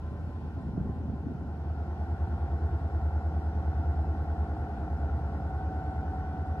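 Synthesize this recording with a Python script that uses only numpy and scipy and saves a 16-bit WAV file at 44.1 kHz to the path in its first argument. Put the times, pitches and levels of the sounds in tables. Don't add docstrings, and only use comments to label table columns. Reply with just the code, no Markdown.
import sys
import numpy as np
from scipy import signal
from scipy.fft import rfft, irfft
from scipy.io import wavfile

SR = 44100
rng = np.random.default_rng(int(sys.argv[2]) if len(sys.argv) > 2 else 0)


def gain_from_decibels(decibels):
    exponent = np.asarray(decibels, float) / 20
    return 10 ** exponent


def materialize(psi):
    bounded = np.clip(np.atleast_2d(psi).T, -1, 1)
    quanta = np.round(bounded * 32767).astype(np.int16)
    wavfile.write(sys.argv[1], SR, quanta)


N = 291048


def rms_one(x):
    return x / np.sqrt(np.mean(x ** 2) + 1e-20)


def in_time(rows):
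    s, *columns = np.transpose(rows)
    return [np.interp(np.arange(N) / SR, s, column) for column in columns]


def at_hz(points, hz):
    point_hz, value = np.transpose(points)
    return np.interp(np.log(hz), np.log(np.maximum(point_hz, 1)), value)


def ramp(start_s, rise_s):
    return np.clip((np.arange(N) / SR - start_s) / rise_s, 0, 1)


def drift(rate_hz):
    r = np.exp(-2 * np.pi * rate_hz * 40 / SR)
    chance = rng.standard_normal(N // 40 + 2002)
    slow = signal.lfilter([1], [1, -2 * r, r * r], chance)[2000:]
    return np.interp(np.arange(N) / 40, np.arange(len(slow)), rms_one(slow))


def tone(turns, level_db):
    return np.sqrt(2) * gain_from_decibels(level_db) * np.cos(2 * np.pi * turns)


def resonance(x, hz, width_hz):
    r = np.exp(-np.pi * width_hz / SR)
    poles = [1, -2 * r * np.cos(2 * np.pi * hz / SR), r * r]
    return signal.lfilter([(1 - r * r) / 2, 0, (r * r - 1) / 2], poles, x + 1e-18)


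def later(x, count):
    return np.array([x, np.r_[np.full(count, x[0]), x[:-count]]])


def camera():
    # start in seconds, peak level in dB.
    motor_ticks = [
        (0.5418, -85.5),
        (2.7088, -100),
        (3.272, -89),
        (4.2313, -76),
        (5.7119, -90),
        (6.2711, -95),
    ]
    t = np.arange(N) / SR
    ticks = sum(gain_from_decibels(db + 1.0) * (t > s) * (t < s + .008) for s, db in motor_ticks)
    whistle = tone(15105 * t, -104 + 2.0 * drift(6))
    return ticks * np.sin(2 * np.pi * 13350 * t) + whistle


def wind():
    # start of a thump in seconds, peak level in dB.
    buffets = [(0.116, -43), (0.2, -26), (0.45, -28), (0.564, -35), (0.602, -33), (0.681, -41),
               (0.772, -20.5), (0.802, -16), (0.889, -16.5), (1.005, -36), (1.037, -43), (1.078, -23),
               (1.128, -22), (1.422, -27)]
    start_db, top_db, top_s = -49.5, -41, 0.73
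    end_s, fall_db_per_s = 1.434, 91
    rise_s, decay_s = 0.005, .014
    t = np.arange(N) / SR
    gust_db = start_db + (top_db - start_db) * ramp(0, top_s) - fall_db_per_s * ramp(end_s, 1)
    gust = gain_from_decibels(gust_db + 4.2 * drift(33))
    for s, peak_db in buffets:
        age = np.maximum(t - s, 0)
        gust = gust + gain_from_decibels(peak_db - 10.5) * (age / rise_s).clip(0, 1) * np.exp(-age / decay_s)
    shared, own = rng.standard_normal(N), rng.standard_normal((2, N))
    low_band = signal.butter(3, [55, 260], "band", fs=SR, output="sos")
    lumps = signal.sosfilt(low_band, shared + 0.34 * own)
    return gust * rms_one(lumps)


def far_tones():
    # frequency in Hz, level in dB.
    hums = [(548, -69), (576, -62), (1028, -60), (1540, -71)]
    start_db, fade_db_per_s, least_db = 2, 6.0, -18.5
    white = rng.standard_normal(N)
    total = 0
    for hz, db in hums:
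        once = resonance(white, hz, 12.0)
        total = total + gain_from_decibels(db) * rms_one(resonance(once, hz, 12.0))
    fade_db = np.maximum(start_db - fade_db_per_s * np.arange(N) / SR, least_db)
    return gain_from_decibels(fade_db) * total


def noise(spectrum, patchy_db, count=2):
    # frequency in Hz, left-right likeness from 0 to 1.
    likeness = [(60, 1), (180, 0.98), (400, 0.87), (890, 1), (1520, 0.63), (2600, 0.34), (5000, 0.3),
                (9000, 0.13), (11500, 1)]
    # frequency in Hz, left minus right in dB.
    lean = [(60, 1.5), (110, -1.5), (210, -2.5), (390, -3.5), (740, -1), (1390, 4), (2600, -0.5)]
    # frequency in Hz, phase in radians by which the left port leads.
    lead = [(100, 0.0), (260, 0.09), (950, 0.45), (1640, 0.76), (2150, 3.5), (2760, 3.5), (5000, 1.8),
            (9000, 0.3)]
    left_right = np.array([[1], [-1]])
    hz = np.maximum(np.arange(N // 2 + 1) * SR / N, 1)
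    mid, side = rfft(rng.standard_normal((2, N)))
    alike = np.clip(at_hz(likeness, hz), -1, 1)
    pair = np.sqrt(1 + alike) * mid + np.sqrt(1 - alike) * side * left_right
    inside = (hz >= spectrum[0][0]) & (hz <= spectrum[-1][0])
    colour_db = at_hz(spectrum, hz) + at_hz(lean, hz) / 2 * left_right
    pair = pair * np.exp(.5j * at_hz(lead, hz) * left_right) * inside * gain_from_decibels(colour_db)
    octave_slice = np.round(count * np.log2(hz)).astype(int)
    band = rng.integers(0, 4, size=1024)[octave_slice]
    flicker = gain_from_decibels([patchy_db * drift(11) for k in range(4)])
    flicker = flicker / np.sqrt(np.mean(flicker ** 2, axis=0))
    return rms_one(sum(gain * irfft(pair * (band == k), N) for k, gain in enumerate(flicker)))


def fans_and_wheels(turn, near_db):
    # frequency in Hz, density in dB per Hz.
    rumble = [(12, -52), (25, -28.5), (46, -11.5), (76, -5.5), (99, -8), (128, -7), (249, -14.5),
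              (314, -14), (587, -26), (640, -31), (830, -53.5), (1410, -120)]
    roar = [(330, -41.5), (560, -11.5), (584, -23), (636, -12.5), (672, -10.5), (783, -8), (911, -10),
            (1010, -19.5), (1090, -14.5), (1240, -21.5), (1400, -11), (1570, -19.5), (1600, -25),
            (1920, -21.5), (2400, -41.5), (3120, -73.5), (5280, -120)]
    hiss = [(1900, -14), (2300, -0.5), (3200, -4.5), (4500, -8.5), (5300, -10.5), (6300, -15.5),
            (8000, -19), (9700, -20), (10500, -22.5), (13500, -31.5), (15000, -24.5), (16000, -30.5)]
    far_db = 3 * (1 - ramp(0.25, 0.87))
    rumble_db = -43 + .3 * near_db
    roar_db = -54 + 0.63 * near_db
    hiss_db = -68.5 + .3 * near_db
    throb = 1 + 0.086 * np.cos(2 * np.pi * turn)
    air = gain_from_decibels(rumble_db + 3.0) * noise(rumble, patchy_db=0.0)
    air = air + gain_from_decibels(hiss_db + far_db) * noise(hiss, patchy_db=3.0, count=48)
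    return air + gain_from_decibels(roar_db + 4 + 0.94 * far_db) * throb * noise(roar, patchy_db=1.5, count=12)


def ground_ridge(turn, speed, knock_db):
    start_hz, sink_hz_per_s, width_hz, level_db = 372, 13.5, 9, -9.5
    ridge_hz = start_hz - sink_hz_per_s * np.arange(N) / SR
    total = 0
    for order in range(29, 38):
        lift = np.exp(-((order * speed - ridge_hz) / width_hz) ** 2)
        order_db = knock_db + level_db + 2.6 * drift(4.0)
        total = total + lift * tone(order * turn + rng.random(), order_db)
    return total


def gears(turn, near_db):
    # level in dB when near, share of nearness followed, dB gained as the traction whine joins.
    teeth = [(-56.5, 1.4, 12.5), (-66, 0.96, 7)]
    tooth_orders = 79, 158
    # cycles per crank turn, level in dB when near.
    charger = [(502, -89), (568, -80.5)]
    lull_s, lull_width_s, lull_depth_db = 4.7, .45, -7
    lull_db = lull_depth_db * np.exp(-((np.arange(N) / SR - lull_s) / lull_width_s) ** 2)
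    joined = ramp(5.35, .25)
    levels = []
    for order, (db, share, gain_db) in zip(tooth_orders, teeth):
        levels.append((order, db + share * near_db + gain_db * joined))
    for order, db in charger:
        levels.append((order, db + 1.5 * np.minimum(near_db, 0) + lull_db))
    return sum(tone(order * turn + 0.031 * drift(5.3), level_db + 1.5 * drift(4.9))
               for order, level_db in levels)


def strike(turn, place, push, hz, width_hz):
    clicks = np.zeros(N)
    for angle, strength in zip(place, push):
        at = np.flatnonzero(np.diff(np.floor(turn - angle)))
        clicks[at] = strength * gain_from_decibels(rng.normal(0, 3.0, len(at)))
    ring = resonance(clicks, hz, width_hz)
    return rms_one(resonance(ring, hz, 2.0 * width_hz))


def knocks(turn, knock_db):
    # place in the crank turn from 0 to 1, signed push on the low ring, dB on the upper rings.
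    contacts = [
        (.02, -0.042, -11),
        (.13, -0.1, -3),
        (.23, 0.25, -2.5),
        (.34, 0.13, -6),
        (.43, -0.38, 1),
        (.53, .15, -1.5),
        (.61, -.05, -9.5),
        (.72, 0.34, -2.5),
        (0.821, 0.29, -7.5),
        (.91, 0.97, -1),
    ]
    # frequency in Hz, width in Hz, level in dB.
    low_rings = [(668.5, 20.2, 3), (698.8, 25, -1.5)]
    upper_rings = [(761, 63, 1.5), (803, 63, -0.5), (879, 53, -6), (1369, 140, -9.5)]
    steady_orders = 10, 12, 13, 16, 17, 21, 23, 44, 47, 57, 69, 73, 113
    steady_db = [-5, -11.5, -10, -8, -10, -14, -12, -15.5, -18.5, -19.5, -14.5, -10.5, -24.5]
    place, push, hit_db = np.transpose(contacts)
    low = sum(gain_from_decibels(db) * strike(turn, place, push, hz, width_hz) for hz, width_hz, db in low_rings)
    grips = rng.choice([-1, 1], (len(upper_rings), len(contacts))) * gain_from_decibels(hit_db)
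    upper = sum(gain_from_decibels(db) * strike(turn, place, grip, hz, width_hz)
                for grip, (hz, width_hz, db) in zip(grips, upper_rings))
    steady = sum(tone(order * turn + rng.random(), db + 2.4 * drift(2.5))
                 for order, db in zip(steady_orders, steady_db))
    return gain_from_decibels(knock_db) * (gain_from_decibels(-8) * rms_one(low) + gain_from_decibels(-4.0) * rms_one(upper) + steady)


def exhaust(turn):
    # time in seconds, firing order in dB, unevenness of its neighbours in dB,
    # lean toward the lower neighbour in dB.
    firing = [(0, -40, -8.5, -.5), (.55, -38, -8, -1.5), (1.15, -42, -8, -1), (1.55, -35, -16, -1.5),
              (2.15, -34, -5, -1), (3.0, -30.5, -8.5, 1), (3.6, -31, -9.5, 0), (4.2, -31, -8, 2),
              (4.8, -35, -7.5, 3.5), (5.1, -32.5, -9.5, 6), (5.4, -36.5, -4.5, 4), (6.0, -35, -6, 0),
              (6.3, -37, -6, -1), (6.6, -35, -6.5, -4.5)]
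    boom_orders = 6, 7, 8, 9
    start_turns = .65, .15, .15, .15
    wobble_db = 1.2 * drift(1.6)
    firing_db, uneven_db, lean_db = in_time(firing)
    scatter_turns = 0.013 + .16 * (1 - ramp(0.94, 0.7))
    lowest_db = -52 + 3.0 * drift(4.2)
    below_db = firing_db + uneven_db + lean_db
    above_db = firing_db + uneven_db - lean_db
    levels = lowest_db, below_db, firing_db, above_db
    return sum(tone(order * turn + start + scatter_turns * drift(4.1), level_db + wobble_db)
               for order, start, level_db in zip(boom_orders, start_turns, levels))


def scene():
    # time in seconds, crank speed in turns per second.
    crank_speed = [(0, 9.77), (1, 9.77), (1.6, 9.6), (5.1, 9.596), (5.9, 9.507), (6.6, 9.51)]
    # time in seconds, nearness of the view as gain of the locomotive's knocks in dB.
    nearness = [
        (0, -14),
        (.6, -11),
        (1.3, -9.5),
        (2.05, -1.5),
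        (3.2, -0.5),
        (4.4, 0.5),
        (5.4, 0.5),
        (6.6, -0.5),
    ]
    speed, = in_time(crank_speed)
    near_db, = in_time(nearness)
    turn = .395 + np.cumsum(speed) / SR
    knock_db = -45 + near_db
    air = fans_and_wheels(turn, near_db)
    bright = far_tones() + ground_ridge(turn, speed, knock_db)
    bright = bright + gears(turn, near_db) + knocks(turn, knock_db)
    lean = gain_from_decibels([[.4], [-.4]])
    engine = later(exhaust(turn), 7) + later(bright, 5) * lean
    return camera() + wind() + air + engine


def band_limit(x):
    return signal.sosfilt(signal.butter(12, 15740, fs=SR, output="sos"), x)


def record(dry):
    return band_limit(dry)


dry = scene()
out = record(dry)
materialize(out)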